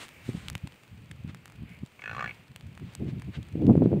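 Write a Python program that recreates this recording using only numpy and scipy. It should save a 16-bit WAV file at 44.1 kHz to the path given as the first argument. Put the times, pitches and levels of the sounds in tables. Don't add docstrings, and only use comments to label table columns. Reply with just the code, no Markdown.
import sys
import numpy as np
from scipy import signal
from scipy.fft import rfft, irfft, next_fast_len
from scipy.io import wavfile
from scipy.ndimage import uniform_filter1d, map_coordinates

SR = 44100
rng = np.random.default_rng(int(sys.argv[2]) if len(sys.argv) > 2 else 0)


def file_out(sig):
    cols = np.atleast_2d(sig).T
    lim = np.clip(cols, -1, 1)
    pcm = np.round(lim * 32767).astype(np.int16)
    wavfile.write(sys.argv[1], SR, pcm)


N = 176400

# (frequency [Hz], level [dB])
SAND_COLOUR = [(200, -0.5), (700, -4.5), (2400, -0.5), (4000, -5), (5500, -13.5), (8500, -10), (11000, -21),
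               (15500, -24)]


def amp(db):
    return 10 ** (np.asarray(db) / 20)


def unit(x):
    return x / np.sqrt(np.mean(x ** 2) + 1e-20)


def curves(rows):
    times, *columns = np.transpose(rows)
    return [np.interp(np.arange(N) / SR, times, column) for column in columns]


def fade(t, t60):
    return np.exp(-np.log(1000) * t / t60)


def wobble(rate):
    points = rng.standard_normal(int(N * rate / SR) + 4)
    return map_coordinates(points, [np.arange(N) * rate / SR])


def noise(colour):
    row_hz, row_db = np.transpose(colour)
    hz = np.fft.rfftfreq(N, 1 / SR)
    gain = amp(np.interp(np.log(hz + 1), np.log(row_hz), row_db))
    return unit(irfft(rfft(rng.standard_normal(N)) * gain, N))


def add(track, start_s, sound):
    part = track[round(start_s * SR):][:len(sound)]
    part += sound[:len(part)]


def swell(peak_s, db, width_s):
    t = np.arange(N) / SR
    return amp(db) * np.exp(-.5 * ((t - peak_s) / width_s) ** 2)


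def grunt():
    # (time [s], rate [pulses/s])
    pulse_rate = [(1.99, 22), (2.015, 46.4), (2.035, 52.2), (2.1, 55.7), (2.168, 57.9), (2.188, 84.9),
                  (2.215, 54.5), (2.245, 58.3), (2.31, 61.8)]
    # (time [s], level [dB], mouth note [Hz], spread around that note [octaves],
    # roughness [0-1], nose ring [dB])
    voice = [(1.993, -38, 2220, 0.2, 0.38, -8), (2.02, -31.5, 2180, 0.19, 0.42, -10),
             (2.04, -29, 1840, 0.2, 0.33, -4.5), (2.065, -24.5, 1620, 0.12, 0.19, -7),
             (2.11, -26.5, 1480, 0.17, 0.24, -9), (2.145, -26.5, 1290, 0.25, 0.3, -17),
             (2.165, -25.5, 1130, 0.18, 0.29, -15), (2.183, -25.5, 1175, .12, 0.04, -20),
             (2.195, -24, 1490, 0.59, 0.48, -8), (2.21, -23.5, 1180, .7, 0.49, -11),
             (2.228, -22, 1190, 0.37, .2, -36), (2.243, -23, 1570, 0.48, 0.28, -21),
             (2.26, -23.5, 1730, 0.18, 0.1, -13), (2.277, -25.5, 2170, 0.13, .16, -16),
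             (2.312, -30, 2280, .15, 0, -5)]
    # (frequency [Hz], level [dB], time to fade by 60 dB [s])
    cavity_notes = [(574, -6, 0.017), (812, -1.5, 0.017), (1175, -7, 0.037), (1498, -9, 0.037),
                    (1731, -6.5, 0.046), (2237, -6.5, 0.044), (2710, -13, 0.067), (3180, -9, 0.016),
                    (4200, -7, 0.026), (5800, -11, 0.023), (7100, -22, 0.026)]
    # (frequency [Hz], level [dB])
    rasp_colour = [(200, -20), (550, 2.5), (1500, -1), (2750, -5), (2900, -20), (3080, -28), (3400, -5),
                   (3850, -29), (4350, -20.5), (5000, -20.5), (7000, -17.5), (9000, -37), (15000, -45.5)]
    start_s, end_s, nose_hz, far_note_db = 1.9931, 2.316, 2536, -11.5
    rate, = curves(pulse_rate)
    level_db, mouth_hz, spread, roughness, nose_db = curves(voice)
    voiced = np.arange(round(start_s * SR), round(end_s * SR))
    pulse_count = np.floor(np.cumsum(rate[voiced]) / SR)
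    pulse_starts = voiced[np.diff(pulse_count, prepend=-1) > 0]
    out, t = np.zeros(N), np.arange(SR // 20) / SR
    rasp_noise = noise(rasp_colour)
    throat_band = signal.butter(2, [420, 3200], "bandpass", fs=SR, output="sos")
    attack = 1 - np.exp(-t / 0.00018)

    def note(hz, db, t60):
        return amp(db) * np.sin(2 * np.pi * hz * t) * fade(t, t60)

    for i in pulse_starts:
        ring = note(mouth_hz[i], db=-4, t60=0.014) + note(nose_hz, nose_db[i], t60=0.034)
        for hz, db, t60 in cavity_notes:
            nearness = np.exp(-.5 * (np.log2(hz / mouth_hz[i]) / spread[i]) ** 2)
            note_hz = hz * (1 + rng.normal(0, 0.017))
            note_db = db + far_note_db * (1 - nearness) + rng.normal(0, 1.5)
            ring += note(note_hz, note_db, t60)
        rasp = amp(-2) * roughness[i] * rasp_noise[i:i + len(t)] * fade(t, t60=0.024)
        pulse = attack * rasp - signal.sosfilt(throat_band, attack * ring)
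        add(out, i / SR, amp(level_db[i]) * pulse)
    return out


def with_echo(sound):
    t = np.arange(SR // 3) / SR
    tail = rng.standard_normal(len(t)) * fade(t, t60=0.22)
    echo = signal.fftconvolve(sound, tail / np.linalg.norm(tail))[:N]
    return sound + amp(-16.5) * echo


def clicks():
    # (time [s], level [dB], ring note [Hz], snap strength [dB])
    hits = [(0.0836, -32.5, 3500, -5), (.0902, -36.5, 3000, 1), (0.4842, -18, 3200, -37),
            (0.5005, -28, 2270, 8), (.531, -41, 2200, 1), (.5529, -17, 2800, -10), (.5793, -42, 3430, 6),
            (.7225, -37, 3200, -11.5), (1.347, -30, 1630, -6), (1.4573, -28.5, 1670, -3.5),
            (1.4792, -36.5, 1590, -2), (1.4995, -35, 1290, -12), (1.522, -36.5, 1300, -4),
            (2.5613, -25.5, 3200, -2), (2.6096, -32.5, 3220, -21), (2.7762, -29.5, 1360, -17.5),
            (2.798, -35, 1200, -16), (2.9514, -27.5, 8000, -3.5), (3.2206, -28, 2110, -15.5),
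            (3.6675, -32.5, 3500, -18)]
    out, t = np.zeros(N), np.arange(SR // 30) / SR
    snap_band = signal.butter(2, [500, 9660], "bandpass", fs=SR, output="sos")
    snap = amp(8.5) * signal.sosfilt(snap_band, signal.unit_impulse(len(t)))
    sand = noise(SAND_COLOUR)
    for start_s, db, hz, snap_db in hits:
        ring = np.sin(2 * np.pi * hz * t) * fade(t, t60=0.0022)
        tail = amp(-16) * sand[round(start_s * SR):][:len(t)] * fade(t, t60=0.013)
        add(out, start_s, amp(db) * (ring + amp(snap_db) * snap + tail))
    return out


def scuffs():
    # (time [s], level [dB], width [s], treble fades above [Hz])
    swishes = [(0.021, -43.5, 0.027, 13200), (0.283, -52, 0.029, 15200), (0.373, -53, 0.029, 12000),
               (0.452, -54, 0.034, 8940), (0.6742, -41.5, 0.0014, 15000), (1.1144, -42, 0.0017, 13000),
               (1.297, -51.5, 0.012, 5000), (2.9, -59, 0.05, 5960), (3.095, -53.5, 0.016, 6000),
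               (3.354, -46, 0.015, 4460), (3.845, -57.5, 0.015, 5020)]
    sand = unit(noise(SAND_COLOUR) * amp(0.6 * wobble(770)))
    out = np.zeros(N)
    for peak_s, db, width_s, top_hz in swishes:
        muffle = signal.butter(2, top_hz, fs=SR, output="sos")
        out += signal.sosfilt(muffle, swell(peak_s, db, width_s) * sand)
    return out


def sand_grains():
    grains_per_s = 22
    count, t = round(grains_per_s * N / SR), np.arange(SR // 50) / SR
    sand = noise(SAND_COLOUR)
    when, chance = rng.random((count, 2)).T
    grain_db = -58.5 - 4 * np.log(np.maximum(chance, .05))
    starts = np.bincount((when * N).astype(int), amp(grain_db), N)
    return signal.fftconvolve(starts, fade(t, t60=0.014))[:N] * sand


def wind():
    # (time [s], level [dB])
    gusts = [(0, -70), (.25, -53), (.29, -33.5), (.325, -39.5), (.355, -37), (.39, -50), (.49, -44),
             (.57, -42.5), (.605, -65), (.65, -36.5), (.72, -58.5), (.87, -66), (.92, -45), (1.06, -54),
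             (1.13, -45.5), (1.21, -51.5), (1.25, -44), (1.32, -41.5), (1.38, -54.5), (1.53, -55),
             (1.63, -39.5), (1.68, -50.5), (1.78, -53.5), (1.83, -36.5), (1.88, -66), (2.04, -60),
             (2.135, -43.5), (2.17, -49.5), (2.3, -48.5), (2.38, -56), (2.53, -57), (2.66, -42.5),
             (2.77, -48), (2.82, -39), (2.89, -44), (2.96, -50.5), (3.01, -33.5), (3.06, -29),
             (3.11, -38.5), (3.16, -31), (3.23, -49.5), (3.29, -35), (3.34, -47), (3.39, -36.5),
             (3.47, -47), (3.56, -33), (3.69, -16), (3.82, -21), (3.9, -23), (4, -20.5)]
    # (frequency [Hz], level [dB])
    breeze_colour = [(20, -36), (45, -14.5), (85, -1), (140, -2.5), (200, -10.5), (300, -23.5),
                     (450, -37.5), (900, -56), (2000, -80)]
    # (frequency [Hz], level [dB])
    gale_colour = [(20, -49), (45, -17), (100, -0.5), (160, 3), (250, -3), (330, -5), (480, -18),
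                   (700, -28.5), (1100, -44.5), (1700, -68.5), (4000, -87.5)]
    gale_from_db, gale_full_db, flutter_db = -40.5, -24.5, 4
    level_db, = curves(gusts)
    gale_share = np.clip((level_db - gale_from_db) / (gale_full_db - gale_from_db), 0, 1)
    flow = np.sqrt(1 - gale_share) * noise(breeze_colour) + np.sqrt(gale_share) * noise(gale_colour)
    power = np.abs(uniform_filter1d(flow ** 2, size=1500))
    steady_flow = flow / np.sqrt(power + 1e-9)
    return amp(level_db + flutter_db * wobble(45)) * steady_flow


def wind_thumps():
    # (time [s], level [dB], centre frequency [Hz])
    swirls = [(.292, -17.5, 221), (.3, -29, 167), (0.3517, -22, 151), (.559, -26.5, 113), (.642, -25, 102),
              (1.249, -24, 130), (1.296, -28.5, 117), (1.623, -28.5, 133), (1.636, -28, 130),
              (1.835, -24, 153), (2.658, -34.5, 124), (2.819, -33, 139), (3.556, -18.5, 235),
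              (3.622, -22.5, 296), (3.642, -31, 350), (3.696, -17, 480), (3.701, -2.5, 173),
              (3.7546, -9, 295), (3.7779, -5, 185), (3.8215, -10.5, 350), (3.829, -10, 240),
              (3.86, -5, 226), (3.918, -14.5, 270), (3.93, -15, 360), (3.9391, -15, 307)]
    lean_radians, kink_db = 1, -27
    out, t = np.zeros(N), np.arange(-SR // 25, SR // 25) / SR

    def swing(hz):
        return np.real(np.exp(1j * lean_radians) / (1 - .5j * np.pi * hz * t) ** 5)

    for middle_s, db, hz in swirls:
        thump = swing(hz) + amp(kink_db) * swing(3.9 * hz)
        add(out, middle_s + t[0], amp(db) * thump)
    return out


def hiss():
    # (time [s], low and middle level [dB], treble level [dB])
    levels = [(0, -58, -66), (.2, -56, -66.5), (.55, -56, -71.5), (.8, -60, -71), (1.3, -60, -74.5),
              (1.5, -60, -74.5), (1.72, -58.5, -77.5), (1.9, -61.5, -73), (2.3, -54, -69),
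              (2.5, -62, -74.5), (2.95, -58.5, -73.5), (3.45, -58, -73.5), (4, -58.5, -73.5)]
    # (frequency [Hz], level [dB])
    air_colour = [(40, 2), (150, 3.5), (400, 2), (700, -2.5), (1200, -4.5), (1800, -4), (2450, 0.5),
                  (3000, -4.5), (4000, -12.5), (4800, -14.5), (5600, -35.5), (8000, -27)]
    # (frequency [Hz], level [dB])
    fizz_colour = [(3000, -20), (5000, -2), (7500, -1.5), (9200, -2.5), (10500, -20), (12500, -8),
                   (14500, -5), (16000, -6.5)]
    # (time [s], level [dB], width [s])
    rustles = [(.17, -59, 0.12), (1.73, -56, 0.042)]
    # (frequency [Hz], level [dB])
    rustle_colour = [(1200, -25), (1900, -13), (2300, -5.5), (2700, -14), (4000, -36.5)]
    air_db, fizz_db = curves(levels)
    air = amp(air_db + 0.27 * wobble(42)) * noise(air_colour)
    fizz = amp(fizz_db + 0.54 * wobble(5.9)) * noise(fizz_colour)
    rustle = sum(swell(*row) for row in rustles) * noise(rustle_colour)
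    return air + fizz + rustle


def scene():
    mix = with_echo(grunt()) + wind() + wind_thumps() + clicks() + scuffs() + hiss() + sand_grains()
    return mix[None]


def record(dry):
    bass_hz, top_hz = 42.8, 15700
    size = next_fast_len(N + SR // 2)
    hz = np.fft.rfftfreq(size, 1 / SR)
    gain = hz ** 2 / (hz ** 2 + bass_hz ** 2) * (hz < top_hz)
    return irfft(rfft(dry, size) * gain, size)[..., :N]


dry = scene()
out = record(dry)
file_out(out)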